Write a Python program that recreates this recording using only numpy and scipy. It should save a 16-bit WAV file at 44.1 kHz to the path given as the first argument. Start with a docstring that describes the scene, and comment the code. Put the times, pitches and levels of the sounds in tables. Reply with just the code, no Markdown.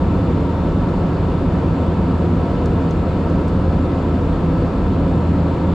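"""Airflow over the fuselage of a cruising airliner roars through the cabin wall: resonance-shaped noise.
Engine shafts hum and beat in the bass as slightly wandering sines, and a hollow noise band throbs evenly.
The vents hiss as duct-coloured noise with a narrow-band whistle, and fans and pumps whine as thin tones.
A few faint plastic ticks sound close to the window seat: decaying noise bursts."""
import sys
import numpy as np
from scipy import signal
from scipy.fft import rfft, irfft, next_fast_len
from scipy.io import wavfile
from scipy.ndimage import uniform_filter1d, minimum_filter1d, map_coordinates

SR = 44100
rng = np.random.default_rng(int(sys.argv[2]) if len(sys.argv) > 2 else 0)


def pcm_store(signal):
    """Save signal as 16-bit PCM."""
    levels = np.round(np.clip(np.atleast_2d(signal), -1, 1) * 32767)
    wavfile.write(sys.argv[1], SR, levels.astype(np.int16).T)


N = 253134  # length [samples]


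def amp(db):
    """Logarithmic level: decibels to amplitude gain."""
    return 10 ** (np.asarray(db) / 20)


def unit(x):
    """Normalisation by mean power: scale to rms 1."""
    return x / np.sqrt(np.mean(x ** 2) + 1e-20)


def along(points, hz):
    """Logarithmic frequency scale: interpolate (frequency [Hz], value) points along it."""
    f, v = np.transpose(points)
    return np.interp(np.log(hz + 1), np.log(f + 1), v)


def humps(rows, hz):
    """Resonance: sum bell-shaped gains [dB], each falling to half its dB at half its width from the centre."""
    return sum(db * np.exp2(-(2 * (hz - centre) / width) ** 2) for centre, width, db in rows)


def curves(rows):
    """Envelope: interpolate each column of (time [s], value, ..) rows at every sample."""
    s, *columns = np.transpose(rows)
    return [np.interp(np.arange(N) / SR, s, column) for column in columns]


def wobble(rate):
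    """Random modulation: a smooth curve through `rate` normally distributed knots a second."""
    knots = rng.standard_normal(int(N * rate / SR) + 4)
    return map_coordinates(knots, [np.arange(N) * rate / SR])


def filtered(x, response):
    """Linear filtering: multiply the spectrum of x by a response of frequency."""
    m = next_fast_len(N + SR // 2)
    hz = np.fft.rfftfreq(m, 1 / SR)
    return irfft(rfft(x, m) * response(hz), m)[..., :N]


def panned(lean_db):
    """Interaural level difference: left and right gains, positive dB to the left."""
    return amp(np.array([[.5], [-.5]]) * lean_db)


# likeness of the two channels: (frequency [Hz], correlation)
CHANNEL_CORRELATION = [(40, .9995), (90, .998), (180, .99), (350, .96), (700, .93), (1350, .84),
                       (2600, .52), (4600, .67), (9000, .55)]
# lean to the left: (frequency [Hz], left-right difference [dB])
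LEFT_LEAN = [(90, 0), (280, -1), (680, 1), (1100, 1.5), (1700, -0.5), (2700, 4), (4100, 2.5), (5200, -0.5),
             (7400, 4.5), (9800, 2), (12000, 6)]


def rush(colour_db, patchy_db):
    """Diffuse sound field: noise of rms 1 with turbulent patches, the channels nearly alike in the bass."""
    z = signal.stft(rng.standard_normal((2, N)), nperseg=512)[2]
    # smooth over frequency, then over time, to make patches shared by both channels
    field = uniform_filter1d(rng.standard_normal(z.shape[1:]), size=7, axis=0)
    field = uniform_filter1d(field, size=16, axis=1)
    pair = signal.istft(z * amp(patchy_db * unit(field)), nperseg=512)[1][:, :N]

    def mid_side_response(hz):
        # the mid-side power balance sets the correlation of left and right
        turn = np.arccos(np.clip(along(CHANNEL_CORRELATION, hz), -1, 1)) / 2
        return amp(colour_db(hz)) * [np.cos(turn), np.sin(turn)]

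    mid, side = filtered(pair, mid_side_response)
    left_right = np.array([mid + side, mid - side])
    return unit(filtered(left_right, lambda hz: panned(along(LEFT_LEAN, hz))))


def tone(hz, wander, rate):
    """Frequency modulation: a sine of rms 1 whose pitch wanders on the scale of `wander` [Hz]."""
    turns = np.cumsum(hz + wander * wobble(rate)) / SR + rng.random()
    return np.sqrt(2) * np.sin(2 * np.pi * turns)


# spectrum of the airflow heard through the wall: (frequency [Hz], relative density [dB per Hz])
ROAR_SPECTRUM = [(10, -22.5), (20, -15.5), (27, -4.5), (34, -12.5), (44, 1.5), (65, -2), (135, -3.5),
                 (200, -5), (345, -6), (420, -13), (600, -15.5), (840, -21.5), (1250, -24), (1780, -34),
                 (2600, -110)]
# wall panel and cabin resonances, and the hollows between: (frequency [Hz], width [Hz], gain [dB])
PANEL_RESONANCES = [(73, 16, -2), (102, 13, 4), (182, 39, 5.5), (223, 20, -0.5), (272.7, 35.6, 4.5),
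                    (322, 19, -3), (333, 16, 2), (497, 105, 4.5), (698.5, 40, 4), (760, 50, 1)]


def airflow():
    """Boundary-layer excitation: the flow shakes the wall, whose panels favour their own resonances."""
    colour_db = lambda hz: along(ROAR_SPECTRUM, hz) + humps(PANEL_RESONANCES, hz)
    return amp(-17.0) * rush(colour_db, patchy_db=.5)


# near engine's shaft speeds [turns/s] and the slow shaft's steady loss of speed [Hz/s]
SLOW_SHAFT_HZ, FAST_SHAFT_HZ, SAG_HZ_PER_S = 81.85, 164.25, .07
# the other engine's slow shaft: speed [turns/s], level [dB]
FAR_SHAFT_HZ, FAR_HUM_DB = 84.1, -41
# the slow shaft's hum, a steady tone mixed with low noise that makes its level waver by chance:
# (time [s], level [dB])
SLOW_HUM_LEVEL = [(0, -21.5), (.5, -23.5), (.75, -30), (1.1, -28), (1.35, -23), (1.65, -24.5), (2.3, -22.5),
                  (2.55, -26.5), (3, -21.5), (3.25, -25.5), (3.5, -22), (4.2, -20.7), (4.65, -24),
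                  (5.05, -23.5), (5.3, -20), (5.7, -21)]
# the fast shaft's hum, a steady tone mixed with low noise that makes its level waver by chance:
# (time [s], level [dB])
FAST_HUM_LEVEL = [(0, -28.5), (.3, -24.5), (.7, -28.5), (.9, -24.2), (1.4, -28), (1.7, -20.5), (1.9, -27),
                  (2.1, -24.5), (2.4, -29), (2.85, -25.5), (3.45, -28), (3.6, -23.5), (4.17, -30),
                  (4.47, -21), (4.83, -29.5), (5.15, -23.5), (5.45, -24), (5.7, -32)]


def shafts():
    """Rotating unbalance and beats: shaft hums come through the wings, and two close speeds beat faintly."""
    slow_db, = curves(SLOW_HUM_LEVEL)
    fast_db, = curves(FAST_HUM_LEVEL)
    slow_hz = SLOW_SHAFT_HZ - SAG_HZ_PER_S * np.arange(N) / SR
    slow = amp(slow_db) * tone(slow_hz, wander=0.08, rate=1.9)
    fast = amp(fast_db) * tone(FAST_SHAFT_HZ, wander=0.3, rate=4.4)
    far = amp(FAR_HUM_DB) * tone(FAR_SHAFT_HZ, wander=0.34, rate=1.9)
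    return slow + fast + far


# spectrum of the hollow engine noise: (frequency [Hz], relative density [dB per Hz])
ENGINE_SPECTRUM = [(600, -110), (830, -30.0), (885, -12), (915, -3.0),
                   (950, -5), (1020, -11.0), (1200, -20.5), (2000, -110)]
BAND_DB, BAND_FADE_DB_PER_S = -36.5, .3  # mean level, slow fall
THROB_DB, THROB_HZ, FIRST_CREST_S = 1.5, 2.53, .1  # swing each way, rate, time of a crest


def engine_band():
    """Amplitude modulation: a narrow band of engine noise throbs evenly while slowly receding."""
    t = np.arange(N) / SR
    throb = np.cos(2 * np.pi * THROB_HZ * (t - FIRST_CREST_S))
    level_db = BAND_DB + THROB_DB * throb - BAND_FADE_DB_PER_S * (t - t.mean())
    return amp(level_db) * rush(lambda hz: along(ENGINE_SPECTRUM, hz), patchy_db=0.4)


# spectrum of the air from the vents: (frequency [Hz], relative density [dB per Hz])
VENT_SPECTRUM = [(500, -12), (1900, 3), (2650, 1), (3150, -3), (3550, -2.5), (3900, -6.5), (4450, -6),
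                 (5600, -16), (6500, -18.5), (7450, -15.5), (8450, -25), (10000, -26), (11600, -33.5),
                 (14500, -46.5)]
# duct resonances and notches that colour the hiss: (frequency [Hz], width [Hz], gain [dB])
DUCT_RESONANCES = [(2050, 60, -1.5), (2230, 70, -2.5), (2980, 100, 2.5), (3150, 70, -2.5), (3320, 80, -1),
                   (3950, 110, 1.5), (3880, 80, -2), (4200, 200, 1.5), (8040, 200, 2), (8300, 400, -1),
                   (11080, 160, 2.5)]


def vents():
    """Duct resonance: the ducts colour a hiss of air whose level flutters slightly."""
    colour_db = lambda hz: along(VENT_SPECTRUM, hz) + humps(DUCT_RESONANCES, hz)
    return amp(-43.0 + 0.15 * wobble(7)) * rush(colour_db, patchy_db=0.58)


# breathy nozzle whistle, before its flutter: (time [s], level [dB])
WHISTLE_LEVEL = [(0, -62.5), (.55, -60), (1.1, -64.5), (2.3, -68), (2.7, -62.5), (3.1, -68), (5.7, -70)]


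def nozzle_whistle():
    """Narrow-band noise: a breathy whistle near 3570 Hz that comes and goes, leaning left."""
    level_db, = curves(WHISTLE_LEVEL)
    # the amplitude response halves 58 Hz from the centre
    response = lambda hz: np.exp2(-((hz - 3570) / 58) ** 2)
    whistle = unit(filtered(rng.standard_normal(N), response))
    return panned(4) * amp(level_db + 1.2 * wobble(13)) * whistle


# tones of fans and pumps: (frequency [Hz], mean level [dB], wander scale [Hz], left-right difference [dB])
FAN_TONES = [(535, -44.5, .4, 0), (1314, -43.9, .7, 1), (1323.3, -57, 1.2, 0), (1603, -60, 2, 0),
             (2145, -62.5, 2.5, 2), (2627, -67, 3, 4), (3207, -70, 2, -3), (3580, -68.5, 4, 5),
             (7198, -81, 3, 4)]


def fans():
    """Tonal machine noise: thin sines, each slightly unsteady in pitch and level."""
    out = np.zeros((2, N))
    for hz, db, wander, lean_db in FAN_TONES:
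        level_db = db + .6 * wobble(6)
        out += panned(lean_db) * amp(level_db) * tone(hz, wander, rate=9)
    return out


# small plastic ticks: (time [s], snap level [dB], tail level relative to the snap [dB], tail t60 [s],
# ring gain [dB], brightness [dB per octave])
PLASTIC_TICKS = [(.889, -54.5, 0, .07, -5, 4), (2.6582, -38.5, -2.5, .034, 0, 0),
                 (2.808, -54, 0, .12, 0, -1), (2.9093, -42.5, -4.5, .05, 4, 0), (3.299, -51, -1, .06, 1, 0),
                 (3.481, -43.5, -1.5, .065, -4, .3), (3.724, -55, 0, .09, -2, 1),
                 (4.933, -52, -6, .03, 4, -1)]
# spectrum shared by the ticks: (frequency [Hz], relative level [dB])
TICK_SPECTRUM = [(1000, -16), (3500, -2), (5300, 1), (6400, -3), (8000, -10), (10000, -17.5), (12400, -23),
                 (13300, -37), (15000, -55)]
RING_HZ, RING_HALF_WIDTH_HZ = 6200, 550  # the plastic's resonance
SNAP_T60_S = .01  # time for the snap to fall 60 dB


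def ticks():
    """Impulsive excitation and decay: a snap and a tail, each tick with its own ring and brightness."""
    t = np.arange(N) / SR
    out = np.zeros(N)
    for s, db, tail_db, t60, ring_db, bright_db in PLASTIC_TICKS:
        decay = lambda length: (t >= s) * amp(-60 * np.abs(t - s) / length)

        def colour(hz):
            ring = ring_db * np.exp2(-((hz - RING_HZ) / RING_HALF_WIDTH_HZ) ** 2)
            tilt = bright_db * np.log2((hz + 1) / RING_HZ)
            return amp(along(TICK_SPECTRUM, hz) + ring + tilt)

        envelope = np.hypot(decay(SNAP_T60_S), amp(tail_db) * decay(t60))
        out += amp(db) * envelope * unit(filtered(rng.standard_normal(N), colour))
    return panned(2.5) * out


def scene():
    """Superposition: the sum of everything heard at the seat."""
    return airflow() + shafts() + engine_band() + vents() + nozzle_whistle() + fans() + ticks()


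def limited(x, ceiling_db, knee, size):
    """Dynamic range limiting: a look-ahead gain ducks smoothly under the highest crests; size [samples]."""
    peak = np.abs(x).max(axis=0) / amp(ceiling_db)
    needed = (1 + peak ** knee) ** (-1 / knee)
    held = minimum_filter1d(needed, 2 * size)
    return x * uniform_filter1d(uniform_filter1d(held, size), size)


TOP_HZ = 14400  # upper band limit


def record(dry):
    """Limiting and band limiting: hold down crests, soften both ends and remove the highest treble."""
    even = limited(dry, ceiling_db=-4.3, knee=5, size=120)
    soft_ends = signal.windows.tukey(N, .001)
    low_pass = signal.ellip(8, .1, 60, TOP_HZ, fs=SR, output="sos")
    # forward and backward filtering leaves no phase shift
    return signal.sosfiltfilt(low_pass, even * soft_ends)


dry = scene()
out = record(dry)
pcm_store(out)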